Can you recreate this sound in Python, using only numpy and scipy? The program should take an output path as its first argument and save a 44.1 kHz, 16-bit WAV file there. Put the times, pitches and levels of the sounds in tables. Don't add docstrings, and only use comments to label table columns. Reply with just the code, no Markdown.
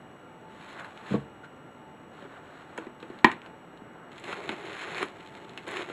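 import sys
import numpy as np
from scipy import signal
from scipy.fft import rfft, irfft, next_fast_len
from scipy.io import wavfile
from scipy.ndimage import map_coordinates

SR = 44100
rng = np.random.default_rng(int(sys.argv[2]) if len(sys.argv) > 2 else 0)


def inscribe(sig):
    pcm = np.round(np.clip(np.atleast_2d(sig).T, -1, 1) * 32767)
    wavfile.write(sys.argv[1], SR, pcm.astype(np.int16))


N = 261072

# (frequency [Hz], relative level [dB])
CARD_SPECTRUM = [(300, -23), (1000, 0.5), (1700, -0.5), (2400, -4), (4000, -8.5), (7000, -13), (15000, -19)]


def amp(db):
    return 10 ** (np.asarray(db) / 20)


def unit(x):
    return x / np.sqrt(np.mean(x ** 2) + 1e-20)


def along(points, hz):
    f, v = np.transpose(points)
    return np.interp(np.log(hz + 1), np.log(f + 1), v)


def gains(strokes, attack_s, swell_db, release_s):
    t = np.arange(N) / SR
    power = np.zeros((2, N))
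    for start, end, *levels_db in strokes:
        progress = np.clip((t - start) / (end - start), 0, 1)
        onset = 1 - np.exp(-np.maximum(t - start, 0) / attack_s)
        swell = amp(swell_db * (progress - 1))
        release = np.exp(-np.maximum(t - end, 0) / release_s)
        power += (amp(levels_db)[:, None] * onset * swell * release) ** 2
    return np.sqrt(power)


def wobble(knots_per_s):
    knots = rng.standard_normal(int(N * knots_per_s / SR) + 4)
    return map_coordinates(knots, [np.arange(N) * knots_per_s / SR])


def filtered(x, response):
    size = next_fast_len(len(x) + SR // 4)
    spectrum = rfft(x, size) * response(np.fft.rfftfreq(size, 1 / SR))
    return irfft(spectrum, size)[:len(x)]


def coloured(x, points, size=4096):
    cepstrum = irfft(np.log(amp(along(points, np.fft.rfftfreq(size, 1 / SR)))))
    cepstrum[1:size // 2] *= 2
    cepstrum[size // 2 + 1:] = 0
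    impulse = irfft(np.exp(rfft(cepstrum)))
    return signal.fftconvolve(x, impulse)[:len(x)]


def band(x, centre_hz, width_hz):
    return filtered(x, lambda f: 1j * f * width_hz / (centre_hz ** 2 - f * f + 1j * f * width_hz))


def add(track, s, sound):
    part = track[round(s * SR):][:len(sound)]
    part += sound[:len(part)]


def grains(per_s, spread_db):
    size = amp(spread_db * np.minimum(rng.exponential(size=N), 4))
    hits = rng.random(N) < per_s / SR
    return unit(hits * size * rng.choice([-1, 1], N))


def fan():
    # (frequency [Hz], relative level [dB])
    air_spectrum = [(20, -20.5), (60, -14), (100, -4.5), (140, 0), (330, 0), (600, -4), (800, -8),
                    (1000, -7.5), (1400, -9), (2000, -14.5), (4000, -29.5), (7000, -35.5), (15000, -25.5)]
    # (frequency [Hz], width [Hz], rms [dB])
    resonances = [(758.4, 19, -63), (877.4, 3.1, -61), (1374, 2.9, -67)]
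    out = amp(-50.0 + 0.11 * wobble(7.36)) * unit(coloured(rng.standard_normal(N), air_spectrum))
    for hz, width_hz, rms_db in resonances:
        out += amp(rms_db) * unit(band(rng.standard_normal(N), hz, width_hz))
    return out


def electronics():
    # (frequency [Hz], rms [dB])
    tones = [(2877, -70.5), (5696, -86), (5755, -91), (7860, -76.5), (11450, -90), (14384, -92)]
    t = np.arange(N) / SR
    jitter_rad = 0.45 * wobble(70)
    whine = sum(amp(rms_db) * np.sqrt(2) * np.sin(2 * np.pi * hz * t + jitter_rad) for hz, rms_db in tones)
    frame_hz = 59.94
    gate = (t - 0.0125) * frame_hz % 1 < 0.1
    ticks = band(band(gate * rng.standard_normal(N), 6540, 1000), 6540, 1000)
    return whine + amp(-86) * unit(ticks)


def slide():
    # (start [s], end [s], hiss [dB before trim], scrape [dB before trim])
    strokes = [(0.48, 0.6, -53, -60), (0.59, 0.73, -45.5, -53), (0.745, 0.81, -45.5, -41.5),
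               (0.825, 0.85, -49, -49), (0.87, 1.05, -51, -54.5), (1.05, 1.135, -40, -43.5),
               (2.12, 2.24, -53.5, -52), (2.28, 2.37, -54.5, -48.5), (2.42, 2.61, -53.5, -51),
               (2.66, 2.84, -54, -50), (2.99, 3.2, -55, -53), (3.41, 3.465, -58, -49.5),
               (3.78, 4.1, -85, -53.5)]
    # (frequency [Hz], relative level [dB])
    scrape_spectrum = [(100, -23), (400, -8), (600, -1), (800, -4.5), (1500, -0.5), (2100, -11),
                       (4000, -45.5)]
    hiss, scrape = gains(strokes, attack_s=0.011, swell_db=5, release_s=0.041)
    fibres = unit(coloured(grains(per_s=7000, spread_db=4.5), CARD_SPECTRUM))
    edge = unit(coloured(grains(per_s=2500, spread_db=0.5), scrape_spectrum))
    uneven_hiss = amp(-2.5 + 0.64 * wobble(45.1)) * hiss
    uneven_scrape = amp(-1.0 + 0.91 * wobble(50)) * scrape
    return uneven_hiss * fibres + uneven_scrape * edge


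def snaps():
    # (time [s], peak [dB], pitch [Hz])
    flicks = [(.797, -28, 1080), (0.846, -31, 1580), (.975, -35, 2600), (2.777, -26, 6860),
              (3.003, -39.5, 3480), (3.189, -37, 2980), (3.316, -21, 1640), (3.418, -34.5, 2380),
              (3.462, -35.5, 2430), (3.774, -42, 2980), (4.1806, -31.5, 1970), (4.198, -33, 7050),
              (4.947, -23, 1500), (4.965, -25.5, 2000), (5.023, -30, 1900), (5.029, -20.5, 7500),
              (5.059, -37, 10000), (5.079, -42, 2600), (5.205, -37, 2270), (5.351, -39, 1800),
              (5.495, -34, 3430), (5.576, -23, 2250), (5.681, -25, 7500), (5.712, -26, 9000),
              (5.7693, -23, 2300), (5.822, -22, 2850)]
    out, t = np.zeros(N), np.arange(SR // 16) / SR
    decay = amp(-60 * t / 0.0035) + amp(-15.0 - 60 * t / 0.077)
    for s, peak_db, hz in flicks:
        flick = band(rng.standard_normal(len(t)) * decay, hz, 0.47 * hz)
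        add(out, s, amp(peak_db) * flick / np.abs(flick).max())
    return out


def thuds():
    # (time [s], level [dB before trim], hardness [Hz])
    landings = [(1.109, -13.5, 230), (1.1203, -22, 230), (1.1398, -13.5, 607)]
    # (frequency [Hz], level [dB], t60 [s])
    modes = [(70.4, -23, 0.6), (140.4, -8.5, 0.26), (212.4, 2.5, 0.073), (289, -2.5, 0.085),
             (457, 1.5, 0.055), (483, -13, 0.071), (700, -14, 0.025), (1124, -5, 0.083)]
    out, t = np.zeros(N), np.arange(SR // 2) / SR
    for s, db, hard_hz in landings:
        ring = np.zeros(len(t))
        for hz, level_db, t60_s in modes:
            reach = 1 / np.hypot(1, (hz / hard_hz) ** 2)
            ring += reach * amp(level_db - 60 * t / t60_s) * np.cos(2 * np.pi * hz * t)
        noise = band(band(rng.standard_normal(len(t)), hard_hz, hard_hz), hard_hz, 2 * hard_hz)
        scuff = unit(noise) * amp(-20 - 60 * t / 0.14)
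        onset = 1 - np.exp(-t * 0.62 * hard_hz)
        add(out, s, amp(db - 1) * (ring + scuff) * onset)
    return coloured(out, [(25, -14), (55, -20), (110, 0)])


def chirp():
    swell = np.exp(-((np.arange(N) / SR - 1.448) / 0.012) ** 2)
    squeak = unit(band(band(rng.standard_normal(N), 1520, 160), 1430, 160))
    scuff = unit(coloured(rng.standard_normal(N), CARD_SPECTRUM))
    return swell * (amp(-47.5) * squeak + amp(-54) * scuff)


def knocks():
    # (time [s], level [dB], hollow [dB], crack [dB before trim], pitch ratio of the struck panel [1])
    hits = [(2.223, -44, 9, -10, 1.66), (2.251, -46.5, 16, -4, 1.2), (2.7779, -23.5, -13, -2, 0.98),
            (2.784, -30.5, 10.5, -8, 1.42), (2.868, -37, 13, -4, 1.06), (3.0276, -40, 13.5, 10.5, 1.42),
            (3.101, -42.5, 17, 5, 1.06), (3.2446, 3.5, -3.5, -1.5, 1.014), (3.818, -47.5, 17, -6, 0.905),
            (4.3272, -27, -3, 7, 1.4), (4.4919, -27, 5.5, 14, 0.97), (4.698, -39, 0, 10.5, 1.5),
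            (5.0277, -23, 6, 9.5, 1.28), (5.675, -37.5, 14, 3, 1.56), (5.898, -34, 8.5, 0, 1.38)]
    # (frequency at pitch ratio 1 [Hz], level [dB], t60 [s])
    panels = [(154, -24.5, 0.09), (227.4, -15, 0.14), (338.4, -5, 0.038), (700, -21, 0.027),
              (890, 0, 0.0098), (1005, -3, 0.04), (1070, -24, 0.018), (1375, -33, 0.02), (1650, -14, 0.03),
              (1853, -5, 0.025), (1922, -6, 0.014), (2312, -9, 0.018), (3100, -45, 0.12)]
    # (frequency [Hz], relative level [dB])
    crack_spectrum = [(30, -22), (100, -10), (300, -8), (600, -4), (1050, 4.5), (1900, -1), (2700, -5),
                      (4300, -14.5), (7000, -23), (15000, -28)]
    out, t = np.zeros(N), np.arange(SR // 3) / SR
    for s, db, hollow_db, crack_db, pitch in hits:
        ring = np.zeros(len(t))
        for k, (hz, level_db, t60_s) in enumerate(panels):
            strength_db = level_db + rng.standard_normal() + hollow_db * (hz < 500)
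            ring += (-1) ** k * amp(strength_db - 60 * t / t60_s) * np.sin(2 * np.pi * pitch * hz * t)
        ring *= 1 - np.exp(-t / 0.0011)
        edge = band(rng.standard_normal(len(t)) * amp(-60 * t / 0.0032), 3600, 1900)
        rattle = amp(-60 * t / 0.032) + amp(-16.5 - 60 * t / 0.28)
        crack = unit(coloured(rng.standard_normal(len(t)), crack_spectrum)) * rattle + amp(12) * edge
        push = amp(-39 + hollow_db) * (1 - t / 0.012) * np.exp(-t / 0.0054)
        add(out, s, amp(db) * (ring + amp(crack_db - 13.0) * crack + push))
    return out


def wrap():
    # (start [s], end [s], crinkle [dB before trim], wall drone [dB before trim])
    tugs = [(4.235, 4.335, -41.5, -45.5), (4.36, 4.53, -45.5, -43), (4.55, 4.72, -45.5, -46.5),
            (4.73, 4.84, -40.5, -63), (4.85, 5.02, -39, -44), (5.665, 5.815, -39, -44),
            (5.87, 5.92, -48, -45)]
    # (frequency [Hz], relative level [dB])
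    film_spectrum = [(150, -26), (500, -10), (900, 0.5), (2100, 3.5), (2900, -3.5), (4000, -8.5),
                     (7000, -10.5), (10000, -15), (15000, -19.5)]
    # (frequency [Hz], relative level [dB])
    wall_spectrum = [(50, -46), (130, -8.5), (270, -10.5), (350, 4), (430, 0), (560, -6.5), (680, -5.5),
                     (1100, -9.5), (3000, -31.5)]
    crinkle, drag = gains(tugs, attack_s=0.0033, swell_db=7, release_s=0.023)
    held = np.arange(N) / SR > 4.11
    crinkle = np.hypot(crinkle, amp(-59) * held)
    drag = np.hypot(drag, amp(-57.5) * held)
    rub = unit(coloured(grains(per_s=5000, spread_db=3), film_spectrum))
    crackle = unit(coloured(grains(per_s=450, spread_db=2.0), film_spectrum))
    wall = unit(coloured(grains(per_s=1500, spread_db=4), wall_spectrum))
    ticks = unit(band(grains(per_s=130, spread_db=7), 11500, 7000))
    buckles = unit(band(grains(per_s=70, spread_db=3.2), 2700, 2400))
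    clumps = amp(1.14 * wobble(60))
    flexing = np.sqrt(crinkle) * (amp(-49.0) * ticks + amp(-30.5) * buckles)
    rustle = crinkle * (amp(0.5) * rub + amp(-1.5) * crackle)
    drone = amp(4.0) * drag * wall
    return flexing + clumps * (rustle + drone)


def room(x):
    # (frequency [Hz], t60 [s])
    decay_times = [(100, 0.19), (300, 0.28), (1000, 0.21), (2200, 0.21), (4500, 0.083), (12000, 0.11)]
    hz, t, z = signal.stft(rng.standard_normal(SR // 2), SR, nperseg=256)
    decay = amp(-60 * t / along(decay_times, hz)[:, None])
    tail = signal.istft(z * decay, SR, nperseg=256)[1]
    tail *= 1 - np.exp(-np.arange(len(tail)) / SR / 0.0044)
    return signal.fftconvolve(x, tail / np.linalg.norm(tail))[:N]


def scene():
    handling = slide() + snaps() + thuds() + chirp() + knocks() + wrap()
    return (handling + amp(-14.0) * room(handling) + fan())[None]


def record(dry):
    # (frequency [Hz], level [dB])
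    port = [(4200, 0), (4570, -10.5), (4800, -23.5), (5200, -9.5), (5850, -24), (6450, -7.5), (7800, -6.5),
            (8500, -25), (9150, -11), (10300, -11.5), (11400, -20.5), (12000, -31), (12700, -29),
            (15200, -21)]
    top_hz = 15500
    sound = coloured(dry[0], port) + electronics()
    sound = sound / (1 + np.abs(sound) ** 12) ** (1 / 12)
    return filtered(sound, lambda hz: hz < top_hz)[None]


dry = scene()
out = record(dry)
inscribe(out)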